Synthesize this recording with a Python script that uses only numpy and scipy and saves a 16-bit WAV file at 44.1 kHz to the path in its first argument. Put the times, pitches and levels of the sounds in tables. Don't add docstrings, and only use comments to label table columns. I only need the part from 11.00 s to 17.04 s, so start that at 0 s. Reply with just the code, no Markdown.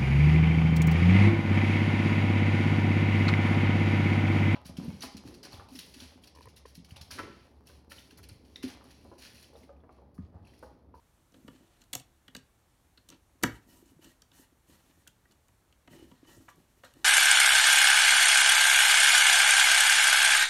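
import sys
import numpy as np
from scipy import signal
from scipy.io import wavfile

SR = 44100
rng = np.random.default_rng(int(sys.argv[2]) if len(sys.argv) > 2 else 0)


def boost_factor(decibels):
    exponent = np.asarray(decibels, float) / 20
    return 10 ** exponent


def store_wav(level_fs):
    pcm = np.round(np.clip(np.atleast_2d(level_fs), -1, 1) * 32767)
    wavfile.write(sys.argv[1], SR, pcm.T.astype(np.int16))


N = 266584


def rms_one(x):
    return x / np.sqrt(np.mean(x ** 2) + 1e-24)


def at_hz(points, hz):
    table_hz, values = np.transpose(points)
    return np.interp(np.log(hz), np.log(table_hz), values)


def drift(rate):
    r = np.exp(-80 * np.pi * rate / SR)
    white = rng.standard_normal(N // 40 + 2002)
    slow = signal.lfilter([1], [1, -2 * r, r * r], white)[2000:]
    return np.interp(np.arange(N) / 40, np.arange(len(slow)), rms_one(slow))


def ring(force, hz, t60):
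    r, w = boost_factor(-60 / (t60 * SR)), 2 * np.pi * hz / SR
    return signal.lfilter([0, np.sin(w)], [1, -2 * r * np.cos(w), r * r], force + 1e-18)


def band_pass(x, order, edges_hz):
    return signal.sosfilt(signal.butter(order, edges_hz, "band", fs=SR, output="sos"), x)


BAND_EDGES_HZ = 18 * 2 ** np.arange(0, 10.1, 1 / 3)


def bands(white):
    for k, (low, high) in enumerate(zip(BAND_EDGES_HZ, BAND_EDGES_HZ[1:])):
        yield np.sqrt(low * high), band_pass(white[k % 2], 2, [low, high])


def grains(per_s, spread_db):
    sizes = boost_factor(spread_db * np.minimum(rng.exponential(1, N), 5)) * rng.choice([-1, 1], N)
    return sizes * (rng.random(N) < per_s / SR)


def add(out, s, piece):
    i = round(s * SR)
    out[i:i + len(piece)] += piece[:N - i]


# frequency in Hz, level in dB per Hz.
AIR_COLOUR = [(12, -52), (20, -27), (36, -6), (63, -4), (296, -22), (580, -22.5), (631, -23), (812, -23),
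              (1730, -28), (1880, -28), (2360, -31.5), (4500, -33.5), (6120, -33.5), (11700, -34.5),
              (16300, -43)]
AIR_DB = -67.5


def air():
    white = rng.standard_normal((2, N + SR))
    hum = sum(boost_factor(at_hz(AIR_COLOUR, hz) + .6 * drift(7.4)) * x[SR:] for hz, x in bands(white))
    return boost_factor(AIR_DB) * rms_one(hum)


# frequency in Hz, t60 in seconds.
SHOP_T60 = [(100, 0.25), (500, .3), (2000, 0.28), (4000, 0.23), (7000, 0.18), (12000, 0.15)]


def shop(x):
    t = np.arange(SR // 2) / SR
    white = rng.standard_normal((2, len(t)))
    echo = sum(v * boost_factor(-60 * t / at_hz(SHOP_T60, hz)) for hz, v in bands(white))
    echo = echo * (1 - np.exp(-t / 0.0028))
    return signal.fftconvolve(x, echo / np.sqrt(np.sum(echo ** 2)))[:N]


# start in seconds, peak in dB, pitch in Hz.
KNOCKS = [(0.325, -55, 275), (1.353, -38.5, 262), (2.4346, -15.5, 288.6), (5.582, -49.5, 315),
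          (2.864, -54, 275), (2.919, -52, 275), (0.385, -50.5, 274), (0.447, -42, 223), (0.497, -54, 240),
          (0.55, -47, 275), (0.609, -48.5, 273), (2.355, -58, 284), (2.665, -54, 218), (2.786, -64, 305),
          (2.826, -45, 335), (2.965, -50.5, 150), (2.992, -46, 320), (3.067, -48.5, 287),
          (3.396, -46.5, 298.5), (3.524, -55, 281), (3.696, -46, 291), (3.897, -55, 303), (4.996, -45, 320),
          (5.025, -39, 320), (5.043, -50, 265), (5.23, -42.5, 288), (5.313, -52, 320), (5.377, -47, 340),
          (5.577, -54, 158), (5.968, -44, 308)]
# start in seconds, peak in dB, pitch in Hz.
ROCKING = [
    (0.959, -38.5, 125),
    (1.001, -51.5, 146),
    (2.447, -41, 63.5),
    (2.521, -43, 57),
    (2.561, -60, 75),
    (5.044, -54, 65),
    (5.378, -46.5, 98),
]


def knocks():
    out, t = np.zeros(N), np.arange(16384) / SR
    for s, peak_db, hz in KNOCKS + ROCKING:
        push = np.sin(np.pi * np.clip(t * hz * 2.5, 0, 1))
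        sound = np.gradient(ring(push, hz, 13 / hz))
        add(out, s, boost_factor(peak_db - 4.0) * sound / np.abs(sound).max())
    return out


# start in seconds, length in seconds, then palm rub, screw grind
# and bench rumble in dB.
TWISTS = [(0.314, 0.21, -76, -69, -63.5), (0.505, 0.14, -79, -66.5, -68), (0.616, 0.21, -84.5, -66, -80),
          (2.092, 0.038, -90, -58, -58), (2.47, 0.096, -70, -64, -69.5), (2.597, 0.026, -82, -69, -68),
          (2.657, .16, -64.5, -66, -61), (2.83, 0.086, -73.5, -71, -68), (3.136, 0.03, -78.5, -81, -76),
          (2.998, 0.12, -66.5, -61, -66), (3.316, .12, -63, -61.5, -67), (3.657, 0.1, -68.5, -65.5, -63.5),
          (3.755, 0.27, -73.5, -68.5, -74.5), (4.285, 0.035, -85, -71.5, -62.5),
          (4.884, 0.17, -69, -60.5, -57.5), (5.057, 0.067, -75, -67, -71), (5.122, .12, -88, -67.5, -85),
          (5.248, 0.21, -65.5, -64, -62.5), (5.467, 0.17, -78.5, -70, -70.5),
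          (5.664, 0.19, -79, -72.5, -74.5), (5.82, 0.091, -74.5, -61.5, -73), (5.929, .12, -72.5, -66, -63)]
# levels of palm, screw and bench in dB.
RESTING_DB = [-92.5, -88, -78.5]
GRIP_S, LET_GO_S, SAG_DB_PER_S = 0.049, 0.0207, 20
UNEVEN_DB = 1.5


def effort():
    t, gains = np.arange(N) / SR, boost_factor(np.array(RESTING_DB))[:, None]
    for s, length_s, *levels_db in TWISTS:
        grip = np.sin(np.pi / 2 * np.clip((t - s) / GRIP_S, 0, 1)) ** 2
        held = boost_factor(-SAG_DB_PER_S * np.clip(t - s, 0, length_s))
        let_go = np.exp(-np.maximum(t - s - length_s, 0) / LET_GO_S)
        gains = gains + boost_factor(np.array(levels_db))[:, None] * grip * held * let_go
    return gains * boost_factor(UNEVEN_DB * drift(7.6))


# frequency in Hz, level in dB, t60 in seconds.
PRESSED_BENCH = [(162, -5.5, 0.038), (228, -6, .05), (267.6, -4, 0.082), (320, 0.5, 0.053),
                 (568.5, -11, 0.065)]


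def bench_rumble():
    lumps = grains(900, spread_db=2.5) * boost_factor(2.5 * drift(20))
    return rms_one(sum(rms_one(ring(lumps, hz, t60)) * boost_factor(db) for hz, db, t60 in PRESSED_BENCH))


# frequency in Hz, level in dB per Hz.
PALM_COLOUR = [(1180, -32), (2000, -2), (2400, -11), (2910, 1), (3280, -13), (4450, -27), (4900, -11.5),
               (7060, -9.5), (12900, -12), (16000, -22)]


def palm_rub():
    skin = [grains(16000, spread_db=1.0) for k in range(2)]
    return rms_one(sum(boost_factor(at_hz(PALM_COLOUR, hz) + 1.8 * drift(25)) * x
                       for hz, x in bands(skin) if hz > 3500))


# frequency in Hz, width in Hz, level in dB.
GRIND_MODES = [(600, 90, -6), (964, 70, -2), (1150, 60, -6), (1390, 90, -6), (1900, 80, 1), (3000, 70, -1),
               (4200, 400, -8)]


def screw_grind(palm_db):
    grit = grains(6000, spread_db=2.5) * boost_factor(2.5 * drift(30))
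    tuned = sum(boost_factor(db + 4 * drift(6)) * rms_one(ring(grit, hz, 2.2 / width_hz))
                for hz, width_hz, db in GRIND_MODES)
    broad = band_pass(grit, 2, [500, 4500])
    seated = boost_factor(np.clip(palm_db + 70, -12, 1))
    return seated * rms_one(tuned) + rms_one(broad)


def turning():
    palm_db, grind_db, rumble_db = 20 * np.log10(effort())
    palm = boost_factor(palm_db) * palm_rub()
    grind = boost_factor(grind_db - 5.5) * screw_grind(palm_db)
    return palm + grind + boost_factor(rumble_db) * bench_rumble()


# start in seconds, peaks of case, terminal and bench in dB,
# case pitch in Hz.
TAPS = [(0.3401, -58.5, -54, -54, 545), (0.4778, -45.5, -44, -45.5, 1370), (1.279, -50.5, -44, -55.5, 1730),
        (2.121, -57, -54, -54, 1270), (2.4942, -47, -63, -67, 1390), (4.251, -59, -70, -78.5, 1700),
        (4.064, -56, -65.5, -66, 1490), (4.484, -62, -74, -68, 970), (2.41, -59, -70, -60.5, 1410),
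        (4.8734, -50, -51.5, -53.5, 592), (4.9297, -53, -70, -56, 1950), (5.1122, -54, -55, -51, 940),
        (5.246, -59.5, -62, -75, 970), (5.48, -44, -56, -69, 1120), (5.8334, -42, -48.5, -62, 600)]


def taps():
    length_s, metal_hz = 0.0053, 3000
    return [(s, metal_db, case_db, metal_db - 13, length_s, bench_db, case_hz, metal_hz)
            for s, case_db, metal_db, bench_db, case_hz in TAPS]


# start in seconds, terminal peak in dB, shaft peak in dB,
# metal pitch in Hz, chatter length in seconds.
TICKS = [(0.32, -65, -64, 5800, .004), (0.809, -68, -66, 4150, .004), (0.815, -51, -58, 7050, .0069),
         (4.309, -56, -64, 4550, 0.0038), (0.837, -57, -61, 4010, .0045), (1.973, -46.5, -66, 4300, 0.0085),
         (2.856, -74, -65, 7060, .0053), (3.0414, -51.5, -53.5, 2900, 0.0071),
         (3.2175, -47.5, -51, 5530, 0.0043), (3.315, -50, -68.5, 3500, 0.0029),
         (3.697, -59, -70.5, 2820, .003), (4.0732, -44, -48, 3000, 0.0049),
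         (4.318, -57, -62.5, 7020, .0075), (4.4816, -66, -61, 7260, 0.0033),
         (4.7235, -55, -68, 2670, 0.0037), (5.936, -54, -58, 11300, 0.0027),
         (5.556, -76.5, -63, 11400, 0.0053)]


def ticks():
    case_below_db, bench_below_db, case_hz = -13, -17, 1420
    return [(s, db, db + case_below_db, shaft_db, length_s, db + bench_below_db, case_hz, metal_hz)
            for s, db, shaft_db, metal_hz, length_s in TICKS]


# start in seconds, peaks of terminal, case and shaft in dB, chatter length in
# seconds.
SLIPS = [(0.929, -25.5, -38.5, -30.5, 0.0083), (0.95, -26, -37.5, -27, 0.0027),
         (0.996, -44, -60, -50, 0.0076), (1.3483, -32, -42, -41.5, 0.0032),
         (1.3631, -37.5, -74, -44, 0.0042), (2.0868, -44.5, -60, -49, 0.0044), (2.1, -45, -61, -46, 0.0022),
         (2.143, -56, -72, -71, 0.0032), (2.4250, -35.5, -50.5, -40, 0.01), (2.4327, -27, -75, -21, 0.0027),
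         (2.4335, -19, -16, -27, 0.0046), (5.487, -55, -54, -58, 0.022), (5.842, -49, -49.5, -55, 0.024)]
# bench peak in dB, case pitch in Hz, metal pitch in Hz.
SLIP_LANDINGS = [(-47, 2400, 3800), (-45.5, 690, 6100), (-82, 700, 9600), (-50.5, 1500, 4150),
                 (-49, 1400, 6800), (-58.5, 1300, 3600), (-57, 1100, 5900), (-64, 1100, 4500),
                 (-39, 1480, 4500), (-45.5, 1800, 12900), (-23.5, 1636, 6300), (-72, 1100, 2400),
                 (-68, 1530, 3700)]


def slips():
    return [slip + landing for slip, landing in zip(SLIPS, SLIP_LANDINGS)]


FOCUS_DB = 10.5


def struck(body, force, scatter, focus_hz, crack_db):
    hz, level_db, t60 = np.transpose(body)
    near = np.exp(-(np.log(hz / focus_hz) / .2) ** 2)
    shares = boost_factor(level_db + FOCUS_DB * near + 1.5 * scatter[:len(hz)])
    shares = shares * (-1) ** np.arange(len(hz))
    rings = [ring(force, f, d) for f, d in zip(hz, t60)]
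    modes = sum(g * v / np.abs(v).max() for g, v in zip(shares, rings))
    signs = rng.choice([-1, 1], len(force))
    crack = band_pass(force * signs, 3, [.85 * hz[0], min(1.15 * hz[-1], 15300)])
    crack = crack + 2 * signal.lfilter(*signal.iirpeak(focus_hz, 3, SR), crack)
    sound = modes / np.abs(modes).max() + boost_factor(crack_db) * crack / np.abs(crack).max()
    return sound / np.abs(signal.hilbert(sound)).max()


# frequency in Hz, level in dB, t60 in seconds.
BENCH = [(113.3, -9.5, 0.32), (145.4, -6.5, 0.17), (197.8, -1, 0.079), (258, -3, 0.071), (292, -1.5, 0.036),
         (404, -3.5, 0.053), (544, 4.5, 0.012)]
CASE = [(520, -5, .03), (600, -5, .03), (717, -4, .03), (830, -7, .025), (964, -3, .035), (1150, -2, .03),
        (1290, -1, .03), (1467, -2, .025), (1640, -1, .025), (1780, -3, .025), (1915, 0, .035),
        (2250, -5, .02)]
TERMINAL = [(2700, -5, .015), (2960, -1, .022), (3350, -4, .01), (3750, -3, .01), (4150, -2, .01),
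            (4550, -1, .012)]
SHAFT = [(5700, -2, .006), (6300, -3, .005), (7050, -1, .006), (7800, -3, .005), (8500, -2, .005),
         (9500, -4, .004), (11300, -7, .003), (12800, -5, .003), (14500, -10, .002)]


def blade_clicks():
    out, t = np.zeros(N), np.arange(8192) / SR
    contacts = slips() + taps() + ticks()
    chance = rng.standard_normal((len(contacts), 8192 + 48))
    push = np.sin(np.pi * np.clip(t / 0.0015, 0, 1))
    settling = boost_factor(-25.5) * np.exp(-t / 0.024)
    for row, draw in zip(contacts, chance):
        s, terminal_db, case_db, shaft_db, length_s, bench_db, case_hz, metal_hz = row
        contact = (1 - np.exp(-t / 0.00005)) * np.exp(-(t / max(length_s, 2e-4)) ** 2)
        scatter, noise = draw[:48].reshape(4, 12), draw[48:]
        chatter = (noise * (contact * np.abs(noise) + settling))[:4096]
        terminal = struck(TERMINAL, chatter, scatter[0], metal_hz, crack_db=-2.0)
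        bench = struck(BENCH, push, scatter[1], focus_hz=275, crack_db=-26.0)
        case = struck(CASE, chatter, scatter[2], case_hz, crack_db=-5.5)
        shaft = struck(SHAFT, chatter, scatter[3], metal_hz, crack_db=-1.0)
        s = s + .0012
        add(out, s, boost_factor(terminal_db - 1.5) * terminal)
        add(out, s + 0.0018, boost_factor(bench_db + 3.5) * bench)
        add(out, s + 0.00066, boost_factor(case_db + 2.5) * case)
        add(out, s, boost_factor(shaft_db + 6.0) * shaft)
    return out


SHOP_DB = -12


def scene():
    bench = blade_clicks() + knocks() + turning()
    return (bench + boost_factor(SHOP_DB) * shop(bench) + air())[None]


def top_cut(x):
    return signal.sosfilt(signal.butter(12, 16490, fs=SR, output="sos"), x)


# frequency in Hz, width in Hz, level in dB.
MIC_DIPS = [(4923, 690, -4), (10640, 340, -6)]


def record(dry):
    for hz, width_hz, db in MIC_DIPS:
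        dry = dry - (1 - boost_factor(db)) * signal.lfilter(*signal.iirpeak(hz, hz / width_hz, SR), dry)
    dry = signal.sosfilt(signal.butter(2, 33, "high", fs=SR, output="sos"), dry)
    mix = signal.sosfilt(signal.cheby2(12, 60, 16700, fs=SR, output="sos"), dry)
    return top_cut(mix)


dry = scene()
out = record(dry)
store_wav(out)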